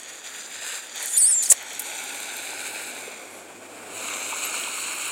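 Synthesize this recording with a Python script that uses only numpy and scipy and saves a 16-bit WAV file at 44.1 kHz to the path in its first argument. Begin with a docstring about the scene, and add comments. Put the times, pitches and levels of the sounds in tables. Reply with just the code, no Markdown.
"""A slushy suburban street: a pickup crawls along it, its tyres spitting wet spray (shaped noise and droplets).
A parked car screens the spray for a moment, then it comes into the open; an echo, likely off the road, combs it.
Slush lumps, a thin fling of spray and a brief brake chirp punctuate a dull road roar and a low engine note.
Close by, a thin wet two-note squeak stalls in chirps and ends in a sharp smack, with small wet ticks around it."""
import sys
import numpy as np
from scipy import signal
from scipy.fft import rfft, irfft, next_fast_len
from scipy.io import wavfile
from scipy.ndimage import uniform_filter1d, minimum_filter1d

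SR = 44100
rng = np.random.default_rng(int(sys.argv[2]) if len(sys.argv) > 2 else 0)


def unload_audio(sound):
    """Save the sound as a 16-bit wav file, at the path given as the first command line argument."""
    columns = np.transpose(np.atleast_2d(sound))
    # keep every value between -1 and 1, then stretch to whole-number steps
    steps = np.round(np.clip(columns, -1, 1) * 32767)
    wavfile.write(sys.argv[1], SR, steps.astype(np.int16))


N = 225374
TIME = np.arange(N) / SR


def from_db(db):
    """Decibels to gain."""
    return 10 ** (np.asarray(db) / 20)


def rms_one(x):
    """Scale to an rms of 1."""
    return x / np.sqrt(np.mean(x ** 2) + 1e-20)


def white():
    """White noise over the whole scene."""
    return rng.standard_normal(N)


def in_time(rows, column=1):
    """One column of a time table, interpolated at every sample."""
    rows = np.array(rows)
    return np.interp(TIME, np.sort(rows[:, 0]), rows[:, column])


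def at_hz(spectrum, hz):
    """Gain of a spectrum, read on a log-frequency axis."""
    spectrum = np.array(spectrum)
    return from_db(np.interp(np.log(hz + 1e-9), np.log(spectrum[:, 0]), spectrum[:, 1]))


def colour(x, spectrum):
    """Filter x by a spectrum; rms 1."""
    size = next_fast_len(N)
    gain = at_hz(spectrum, np.fft.rfftfreq(size, 1 / SR))
    return rms_one(irfft(rfft(x, size) * gain, size)[:N])


def band(x, low_hz, high_hz):
    """Second-order band-pass."""
    return signal.sosfilt(signal.butter(2, [low_hz, high_hz], "band", fs=SR, output="sos"), x)


def cut(x, edge_hz, kind):
    """Gentle low- or high-pass."""
    return signal.sosfilt(signal.butter(2, edge_hz, kind, fs=SR, output="sos"), x)


def read(x, at_s):
    """x at the given moments, between the samples too, wrapping round at the ends."""
    fine = signal.resample_poly(x, 4, 1)
    return np.interp(at_s * SR * 4, np.arange(len(fine)), fine, period=len(fine))


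def phase_of(hz):
    """Running phase of a moving pitch."""
    return 2 * np.pi * np.cumsum(hz) / SR


def envelope(start_s, length_s, attack_s, t60_s):
    """Rise, hold until the length is over, die away."""
    age = TIME - start_s
    rise = np.clip(age / attack_s, 0, 1)
    return rise * from_db(-60 * np.maximum(age - length_s, 0) / t60_s)


def drift(rate_hz):
    """Random wander with a spread of 1; a higher rate wanders faster."""
    # made at a tenth of the sample rate; the first 4000 steps let the filter settle
    r = np.exp(-20 * np.pi * rate_hz / SR)
    steps = rng.standard_normal(N // 10 + 4002)
    slow = signal.lfilter([1], [1, -2 * r, r * r], steps)[4000:]
    return np.interp(np.arange(N) / 10, np.arange(len(slow)), rms_one(slow))


def droplets(per_s, spread_db):
    """Random clicks of very uneven size; rms 1."""
    sizes = from_db(spread_db * np.minimum(rng.exponential(1, N), 4)) * rng.choice([-1, 1], N)
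    return rms_one(sizes * (rng.random(N) < per_s / SR))


def bursts(rows, width):
    """Each event is a dying puff of noise around its ring pitch."""
    out, age = np.zeros(N), np.arange(SR // 10) / SR
    for start_s, peak_db, ring_hz, t60_s in rows:
        decaying = rng.standard_normal(len(age)) * np.exp(-np.log(1000) * age / t60_s)
        puff = band(decaying, ring_hz / (1 + width), ring_hz * (1 + width))
        puff = from_db(peak_db) * puff / np.abs(puff).max()
        start = round(start_s * SR)
        out[start:start + len(age)] += puff[:N - start]
    return out


# spray colour up the street, beside the parked car and in the open: (frequency [Hz], relative level per Hz [dB])
SPRAY_FAR = [(100, -22), (340, -39), (470, -7), (860, -7), (1120, -14.5), (1850, 4.5), (2070, -6),
             (4220, -4.5), (4520, -6.5), (5040, -7.5), (5560, -19), (7060, 0.5), (10940, -14.5),
             (11500, -17), (14690, -22), (15590, -22)]
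SPRAY_BESIDE = [(100, -34), (340, -20), (650, -8.3), (820, 0.5), (1210, -22), (1460, 0), (2020, -5),
                (2280, 0.5), (2970, -7.5), (4440, -5), (5300, -20), (7020, -4), (9560, -6.5),
                (10160, -15.5), (11930, -15.2), (15590, -23.5)]
SPRAY_OPEN = [(100, -11), (340, -14), (1460, -6), (1850, -14.5), (2240, -1), (3190, -7.5), (3360, -11.5),
              (4350, -7), (4820, -25), (5250, -20), (6460, -8.5), (6850, -1.5), (9520, -10.5),
              (11070, -22.5), (12880, -18), (15590, -24.4)]
# the truck's place: (time [s], place [0 up the street, 1 beside the parked car, 2 in the open])
TRUCK_PLACE = [(1.1, 0), (1.8, 1), (3.6, 1), (3.95, 2)]
# short echo, likely off the road: (time [s], lag [ms])
ECHO_LAG = [(0, .88), (.72, .79), (1.0, .87), (1.7, .89), (2.0, .835), (2.8, .755), (3.5, .9), (3.9, .74),
            (4.15, .795), (4.5, .755), (5.11, .735)]
# the spray's brightness near 2.3 kHz: (time [s], gain of that band [dB])
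BRIGHTNESS_GAIN = [(1.3, -0.5), (1.9, -3.5), (2.9, 3.5), (4.1, 0), (5.11, 1.5)]


def spray(slide_above_hz=3000, level_db=1.73, scatter_db=-14.5, echo_gain=.38, treble_slide=.8):
    """Tyres throw slush; the hiss takes its colour from the truck's place, and the echo combs it."""
    hiss = wet_hiss(grain=0.95, splash_db=0.5, patchy_db=1.45)
    place, lag_ms = in_time(TRUCK_PLACE), in_time(ECHO_LAG)
    # as the echo paths shorten, the treble is read faster: its peaks and notches slide upward
    slide_s = np.cumsum((.79 / lag_ms) ** treble_slide) / SR
    direct = 0
    for k, (spectrum, trim_db) in enumerate([(SPRAY_FAR, 5.0), (SPRAY_BESIDE, 1.5), (SPRAY_OPEN, 1.5)]):
        view = colour(hiss, spectrum)
        treble = read(cut(view, slide_above_hz, "high"), slide_s + .5)
        view = cut(view, slide_above_hz, "low") + treble
        nearness = np.clip(1 - np.abs(place - k), 0, 1)  # crossfade between places
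        direct = direct + view * from_db(trim_db) * nearness
    bright_band = band(direct, low_hz=1880, high_hz=2640)
    direct = direct + (from_db(in_time(BRIGHTNESS_GAIN)) - 1) * bright_band
    # some of the hiss arrives scattered, without peaks or notches
    scattered = rms_one(band(white(), low_hz=1770, high_hz=7000))
    direct = (direct + from_db(scatter_db) * scattered) * spray_gain() * from_db(level_db)
    return direct + echo_gain * read(direct, TIME - lag_ms / 1000)


def wet_hiss(grain, splash_db, patchy_db):
    """Mist and droplets; splashes swell all octaves together, and each also flickers alone."""
    out, splash = 0, drift(35)
    sources = [white() + grain * droplets(per_s=2400, spread_db=5.0) for _ in range(2)]
    for k, low_hz in enumerate(250 * 2. ** np.arange(6)):
        octave = band(sources[k % 2], low_hz, 2 * low_hz)  # neighbours take turns with the sources
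        out = out + octave * from_db(splash_db * splash + patchy_db * drift(19))
    return out


# tyre spray as the truck draws near: (time [s], level before trims [dB])
SPRAY_APPROACH = [(0, -49.5), (.88, -47.5), (1.38, -45.5), (1.9, -37.5), (2.6, -38), (4.1, -35.5),
                  (5.11, -34)]
# a tyre ploughs through deeper slush: (time [s], length [s], gain of the swell [dB])
DEEP_SLUSH = [(0.07, 0.023, 4), (0.24, 0.03, 6), (0.326, 0.074, 5), (0.494, 0.12, 4.5), (.612, .16, 8.5),
              (0.945, 0.083, 9), (1.135, 0.025, 3), (2.642, 0.022, 1.5), (4.42, 0.036, 3.5),
              (4.527, 0.054, 3)]


def spray_gain(slosh_attack_s=.017, slosh_t60_s=.22, screen_loss_db=22, screen_power=1.8):
    """The spray grows as the truck nears, swells in deep slush and sinks behind the parked car."""
    swell = sum((from_db(gain_db) - 1) * envelope(start_s, length_s, slosh_attack_s, slosh_t60_s)
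                for start_s, length_s, gain_db in DEEP_SLUSH)
    # the parked car hides the tyres slowly and frees them quickly
    hiding, clearing = (TIME - 2.62) / .89, (4.06 - TIME) / .22
    hidden = np.clip(np.minimum(hiding, clearing), 0, 1)
    return (1 + swell) * from_db(in_time(SPRAY_APPROACH) - screen_loss_db * hidden ** screen_power)


# the squeak; its level drives both notes and their air: (time [s], whistle pitch [Hz], level before trims [dB])
SQUEAK_WHISTLE = [(1.13, 7185, -22), (1.16, 7026, -23), (1.172, 8033, -15), (1.178, 9100, -15),
                  (1.194, 9560, -17), (1.222, 7700, -17), (1.246, 8400, -16), (1.256, 8150, -17.5),
                  (1.276, 8800, -17), (1.308, 9340, -18.5), (1.326, 8057, -16.5), (1.354, 7365, -20),
                  (1.414, 7155, -21), (1.42, 6988, -24)]
# its second, reedy note: (time [s], pitch [Hz])
SQUEAK_REED = [(1.13, 3520), (1.166, 3535), (1.186, 5360), (1.194, 5700), (1.22, 4550), (1.23, 4440),
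               (1.25, 4570), (1.284, 5470), (1.308, 5420), (1.326, 5000), (1.348, 5200), (1.36, 5637)]


def squeak(whistle_db=-1.0, reed_db=-5.0, air_db=-18.0, coupling=0.037, rough_db=1.0):
    """Air through a narrow wet gap sounds two unrelated notes: a pure whistle and a cavity-shaped reedy one."""
    whistle_hz = in_time(SQUEAK_WHISTLE) * (1 + .015 * drift(220) + .007 * drift(1200))
    reed_hz = in_time(SQUEAK_REED) * (1 + .009 * drift(200))
    # the reedy note speaks first and gives out first
    whistling = envelope(1.164, length_s=.258, attack_s=.02, t60_s=.021)
    buzzing = envelope(1.128, length_s=.18, attack_s=.0087, t60_s=.2)
    # the reedy note throttles the whistle, which adds faint side tones
    throttle = 1 + coupling * buzzing * np.sin(phase_of(reed_hz))
    whistle = np.sin(phase_of(whistle_hz)) * from_db(whistle_db + rough_db * drift(196)) * throttle
    reed = from_db(reed_db) * reedy(reed_hz)
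    # turbulence shakes both notes and spreads a halo around them
    turbulence = 1 + .17 * drift(900)
    notes = np.sqrt(2) * turbulence * (whistle * whistling + reed * buzzing)
    air = from_db(air_db) * colour(white(), CAVITY_COLOUR) * np.maximum(whistling, buzzing)
    return (notes + air) * from_db(in_time(SQUEAK_WHISTLE, column=2))


# cavity behind the squeaking gap, which also colours the hiss and the smack: (frequency [Hz], gain [dB])
CAVITY_COLOUR = [(100, -29), (450, -25), (1900, -31), (3000, -12), (4300, -15.5), (5600, -14), (7100, 2),
                 (9000, 3.5), (11000, -6.5), (12200, -13), (14000, -13), (15000, -18), (16000, -28)]


def reedy(hz, top_hz=14500):
    """Four harmonics shaped by the cavity, fading steeply above the top."""
    out = 0
    for k in range(1, 5):
        gain = at_hz(CAVITY_COLOUR, k * hz) / (1 + (k * hz / top_hz) ** 20)
        out = out + np.sin(k * phase_of(hz)) * gain
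    return out


# the squeak stalls: (time [s], length [s], starting whistle [Hz], starting lower note [Hz], whistle level [dB])
STALL_CHIRPS = [(1.424, .014, 7130, 4580, -30.5), (1.456, 0.005, 7200, 4880, -24)]


def chirps(fall_oct_per_s=19, lower_fall_share=.5, lower_db=-8.5, attack_s=.003, t60_s=.065):
    """Both notes catch again and slide down unsteadily, the lower one more slowly."""
    out = 0
    for start_s, length_s, whistle_hz, lower_hz, level_db in STALL_CHIRPS:
        fall = 2 ** -np.clip(fall_oct_per_s * (TIME - start_s), 0, 1)  # one octave at most
        waver = 1 + .018 * drift(220)
        whistle = np.sin(phase_of(whistle_hz * waver * fall))
        lower = np.sin(phase_of(lower_hz * waver * fall ** lower_fall_share))
        notes = np.sqrt(2) * (whistle + from_db(lower_db) * lower)
        out = out + notes * from_db(level_db) * envelope(start_s, length_s, attack_s, t60_s)
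    return out


# hiss around the squeak: a slow swell, short puffs, and a brief rise into the smack:
# (time [s], length [s], attack [s], level [dB])
SQUEAK_HISS = [(0.958, 0.18, .18, -28.5), (1.163, .012, .008, -33), (1.421, 0.017, 0.0051, -22.5),
               (1.442, 0.037, .01, -31), (1.493, 0.013, .012, -25)]
# the hollow body of the smack: (frequency [Hz], relative level per Hz [dB])
SMACK_BODY_COLOUR = [(24, -53), (40, -23), (350, -19), (569, 0.5), (878, -13), (1130, -6), (1280, -17),
                     (1590, -21), (1810, -0.5), (3000, -23), (3900, -45), (6600, -120)]


def smack(burst_db=-4.5, tail_db=-27.0, pop_db=-17.5, body_db=-6.5, hiss_t60_s=.08):
    """Hiss leads in, air bursts as the seal breaks, and the opening gives a broad crack with a low body."""
    hiss = colour(white() + .7 * droplets(per_s=1500, spread_db=3.5), CAVITY_COLOUR)
    hiss_gain = sum(from_db(level_db) * envelope(start_s, length_s, attack_s, hiss_t60_s)
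                    for start_s, length_s, attack_s, level_db in SQUEAK_HISS)
    # the burst swells as the seal gives
    burst = rms_one(band(colour(white(), CAVITY_COLOUR), 5800, 12500)) * from_db(2.5 * drift(400))
    breaking = envelope(1.497, length_s=.028, attack_s=.014, t60_s=.0084)
    tail = from_db(tail_db) * envelope(1.497, length_s=.028, attack_s=.014, t60_s=.11)
    # the gap snaps open at its end
    crack = rms_one(band(white(), 2300, 16300))
    body = from_db(body_db) * colour(white(), SMACK_BODY_COLOUR)
    pop = (crack + body) * envelope(1.511, length_s=.0115, attack_s=.0056, t60_s=.044)
    return hiss * hiss_gain + from_db(burst_db) * burst * (breaking + tail) + from_db(pop_db) * pop


# small wet ticks: (time [s], peak before the high-pass [dB], ring [Hz], t60 [s])
WET_TICKS = [(.9585, -21, 12100, 0.0035), (1.027, -18.5, 9250, .02), (1.058, -15, 9150, 0.018),
             (1.181, -10, 9550, .012), (1.4375, -9, 8070, 0.003), (1.4893, -15, 8320, 0.0028),
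             (1.4925, -12, 8240, .003), (1.4987, -11, 8450, .003), (1.627, -26, 12900, 0.0065),
             (1.732, -25, 12000, 0.0053), (1.794, -14, 10000, 0.049), (1.82, -20, 13000, .015),
             (2.038, -21, 8900, 0.013), (2.367, -21, 13000, 0.0054)]


def ticks():
    """Tiny wet clicks: short puffs of noise at a high ring pitch, thinned by a high-pass."""
    return cut(bursts(WET_TICKS, width=0.32), edge_hz=3800, kind="high")


# lumps of slush bursting under the tread: (time [s], peak [dB], ring [Hz], t60 [s])
SLUSH_LUMPS = [(.033, -24.5, 7260, .012), (.272, -31, 3800, 0.022), (2.531, -31.5, 840, 0.017),
               (2.677, -27, 7600, .008), (3.075, -30.5, 454, 0.039), (3.83, -36, 1394, .012),
               (4.086, -24.5, 2600, .015), (4.137, -21, 2630, .015), (4.325, -23.5, 990, 0.034),
               (4.636, -22, 2950, 0.024), (4.674, -28, 991, 0.022), (4.78, -28, 960, .02),
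               (5.065, -21.5, 2440, 0.012)]


def splats():
    """Slush lumps burst under the tread, each a dying puff of noise around its ring pitch."""
    return bursts(SLUSH_LUMPS, width=0.16)


def fling(level_db=-51.5):
    """Fine spray flung from behind the parked car, heard only as a high hiss."""
    mist = rms_one(band(white(), 8300, 11600))
    return mist * from_db(level_db) * envelope(3.28, length_s=.11, attack_s=.05, t60_s=.25)


# brief brake chirp: (time [s], pitch [Hz], level [dB])
BRAKE_MODES = [(4.455, 11550, -35), (4.455, 12460, -36)]


def brake(width_s=0.0088):
    """Two high modes sing for an instant, each a sine with a wandering phase in a bell-shaped swell."""
    out = 0
    for centre_s, hz, level_db in BRAKE_MODES:
        swell = from_db(level_db) * np.exp(-((TIME - centre_s) / width_s) ** 2)
        out = out + swell * np.sin(2 * np.pi * hz * TIME + drift(60))
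    return np.sqrt(2) * out


# road roar: (time [s], level before trim [dB])
ROAR_COURSE = [(0.0, -54), (0.44, -52.5), (1.31, -54), (1.99, -48), (3.12, -45.5), (3.59, -47.5),
               (3.98, -43), (4.28, -44.5), (4.6, -47.5), (5.11, -51)]
# its colour: (frequency [Hz], relative level per Hz [dB])
ROAR_COLOUR = [(30, -29), (85, -29), (150, -18), (260, -3), (690, -1.5), (950, -9), (1550, -8.0),
               (1940, -14.7), (2450, -6), (2800, -15.5), (6240, -23.5), (7320, -11), (9300, -17.5),
               (10030, -22.5), (15590, -31)]


def road_roar(trim_db=3.5, flutter_db=0.86):
    """Dull rolling noise, which bends around the parked car."""
    level_db = in_time(ROAR_COURSE) + trim_db + flutter_db * drift(25)
    return colour(white(), ROAR_COLOUR) * from_db(level_db)


# engine load: (time [s], level before trim [dB])
ENGINE_COURSE = [(0, -75.5), (1.7, -69), (3.2, -67), (3.95, -59.5), (4.45, -70), (5.11, -63)]


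def engine(start_hz=106.3, sag_hz_per_s=.88, wander_hz=0.76, trim_db=-3.0, waver_db=3.0):
    """The firing note of the engine at low revs, a wandering sine that sinks as the truck slows."""
    phase = phase_of(start_hz - sag_hz_per_s * TIME + wander_hz * drift(5.3))
    level_db = in_time(ENGINE_COURSE) + trim_db + waver_db * drift(5.4)
    return np.sqrt(2) * np.sin(phase) * from_db(level_db)


def scene():
    """The street, and the squeak close by."""
    street = spray() + fling() + road_roar() + engine() + brake() + splats()
    close_by = squeak() + chirps() + smack() + ticks()
    return (street + close_by)[None, :]


def record(dry):
    """A fast limiter holds the loudest peaks, then a steep low-pass cuts the top."""
    allowed = np.minimum(1, .75 / (np.abs(dry) + 1e-9))
    gain = uniform_filter1d(minimum_filter1d(allowed, size=45), size=45)  # about 1 ms each
    return signal.sosfilt(signal.ellip(12, .1, 80, 15900, fs=SR, output="sos"), dry * gain)


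dry = scene()
out = record(dry)
unload_audio(out)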